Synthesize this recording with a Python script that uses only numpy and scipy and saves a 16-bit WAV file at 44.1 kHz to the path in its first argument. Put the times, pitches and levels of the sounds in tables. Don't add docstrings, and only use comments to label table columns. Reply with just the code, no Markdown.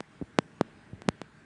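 import sys
import numpy as np
from scipy import signal
from scipy.fft import rfft, irfft, next_fast_len
from scipy.io import wavfile
from scipy.ndimage import uniform_filter1d, map_coordinates

SR = 44100
rng = np.random.default_rng(int(sys.argv[2]) if len(sys.argv) > 2 else 0)


def pcm_store(signal):
    levels = np.round(np.clip(np.atleast_2d(signal), -1, 1) * 32767)
    wavfile.write(sys.argv[1], SR, levels.astype(np.int16).T)


N = 63945


def amp(db):
    return 10 ** (np.asarray(db) / 20)


def unit(x):
    return x / np.sqrt(np.mean(x ** 2) + 1e-20)


def level(points):
    return amp(np.interp(np.arange(N) / SR, *np.transpose(points)))


def wobble(rate):
    knots = rng.standard_normal(int(N * rate / SR) + 4)
    return map_coordinates(knots, [np.arange(N) * rate / SR])


def filtered(x, response):
    size = next_fast_len(N + SR // 2)
    return irfft(rfft(x, size) * response(np.fft.rfftfreq(size, 1 / SR)), size)[:N]


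def noise(spectrum, patchy_db):
    white = signal.stft(rng.standard_normal(N), nperseg=512)[2]
    patches = uniform_filter1d(rng.standard_normal(white.shape), size=7, axis=0)
    patches = uniform_filter1d(patches, size=14, axis=1)
    patchy = signal.istft(white * amp(patchy_db * unit(patches)), nperseg=512)[1][:N]
    points_hz, db = np.transpose(spectrum)
    return unit(filtered(patchy, lambda hz: amp(np.interp(np.log(hz + 1), np.log(points_hz + 1), db))))


def drive():
    # pitch in Hz, rms level in dB.
    tones = [(155, -72), (222, -71.5)]
    # frequency in Hz, relative density in dB.
    rumble_spectrum = [(15, -53.5), (25, -12.5), (43, -7.5), (151, 3.5), (239, 0), (325, -1), (379, -7),
                       (454, -3.5), (530, -16), (626, -8.5), (700, -16.5), (910, -51), (1540, -120)]
    # time in seconds, level in dB.
    rumble_levels = [(0, -62), (.3, -58), (.55, -55.5), (.68, -56), (.82, -58.5), (1.02, -52), (1.17, -58),
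                     (1.45, -59.5)]
    t = np.arange(N) / SR
    hum = 0
    for hz, db in tones:
        peak = np.sqrt(2) * amp(db + 3.5 * wobble(11))
        hum += peak * np.sin(2 * np.pi * hz * t + 1.2 * wobble(7.8))
    return hum + level(rumble_levels) * noise(rumble_spectrum, patchy_db=-1.66)


def conveyor():
    # frequency in Hz, relative density in dB.
    rush_spectrum = [(350, -40), (600, -3), (700, -7.5), (807, 1.5), (964, -3.5), (1100, -1.5), (1220, -4),
                     (1590, 2), (2460, -7), (4400, -16.5), (5250, -21), (9280, -24), (10200, -27.5),
                     (13300, -70.5), (22000, -120)]
    hiss_spectrum = [(2000, -30), (4000, -13), (5000, 3.5), (7000, 2), (9500, -2), (11000, -20)]
    # time in seconds, level in dB.
    rush_levels = [(0, -62), (.3, -61.5), (.5, -62.5), (.6, -62.5), (.7, -60), (.8, -61), (1.1, -61.5),
                   (1.45, -62)]
    hiss_levels = [(0, -78.5), (.09, -84), (.13, -74.5), (.2, -78), (.5, -78), (.58, -75), (.66, -86),
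                   (.85, -76), (.95, -84), (1.16, -83.5), (1.45, -84.5)]
    rush = level(rush_levels) * noise(rush_spectrum, patchy_db=1.8)
    hiss = level(hiss_levels) * noise(hiss_spectrum, patchy_db=4.0)
    return rush + hiss


def knocks(contacts, body_q):
    mount_ratio, mount_q = 0.58, 1.31
    size = next_fast_len(N + SR // 2)
    jf = 1j * np.fft.rfftfreq(size, 1 / SR)
    spectrum = 0
    for start, db, hardness_hz, body_hz, direction in contacts:
        jump = np.sign(direction) * amp(db) * np.exp(-2 * np.pi * jf * start)
        contact = 1 / (1 + jf / hardness_hz) ** 2
        jf_body, jf_mount = jf / body_hz, jf / (body_hz * mount_ratio)
        body = SR / (2 * np.pi * body_hz) * jf_body / (1 + jf_body / body_q + jf_body ** 2)
        mount = jf_mount ** 2 / (1 + jf_mount / mount_q + jf_mount ** 2)
        spectrum += jump * contact * body * mount
    return irfft(spectrum, size)[:N]


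def clacks():
    # start in seconds, force jump in dB, hardness in Hz, body pitch in Hz, push +1 or pull -1.
    hard_contacts = [(.0054, -17.5, 11900, 283, 1), (.3876, .5, 7240, 266, -1), (.6109, -4, 1250, 275, -1),
                     (.61118, -10, 7260, 256, -1), (1.0201, -26.5, 20000, 270, 1),
                     (1.0879, -4, 15200, 235, -1), (1.2165, -19, 10600, 250, -1)]
    return knocks(hard_contacts, body_q=0.59)


def thuds():
    # start in seconds, force jump in dB, hardness in Hz, body pitch in Hz, push +1 or pull -1.
    soft_contacts = [(.2139, -11.5, 259, 308, -1), (.2225, -17.5, 460, 233, 1), (.2245, -30, 200, 95, -1),
                     (.9315, -25, 343, 135, -1), (.9445, -34, 150, 108, 1), (1.0605, -30, 255, 205, -1),
                     (1.0819, -3.5, 156, 245, -1), (1.0895, -26.5, 200, 106, 1)]
    return knocks(soft_contacts, body_q=1.56)


def squeaks():
    # middle in seconds, length in seconds, pitch in Hz, rms level at the middle in dB.
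    rubs = [(0.677, 0.044, 5050, -78), (.785, 0.087, 5000, -78.5), (1.38, .07, 4560, -78)]
    waver_rad = 0.78
    t = np.arange(N) / SR
    sound = 0
    for middle, length, hz, db in rubs:
        swell = np.sqrt(2) * amp(db) * np.exp(-(2 * (t - middle) / length) ** 2)
        sound += swell * np.sin(2 * np.pi * hz * t + waver_rad * wobble(150))
    return sound


def scene():
    return (drive() + conveyor() + clacks() + thuds() + squeaks())[None]


def record(dry):
    top_hz = 10200
    return filtered(dry[0], lambda hz: 1 / np.sqrt(1 + (hz / top_hz) ** 120))[None]


dry = scene()
out = record(dry)
pcm_store(out)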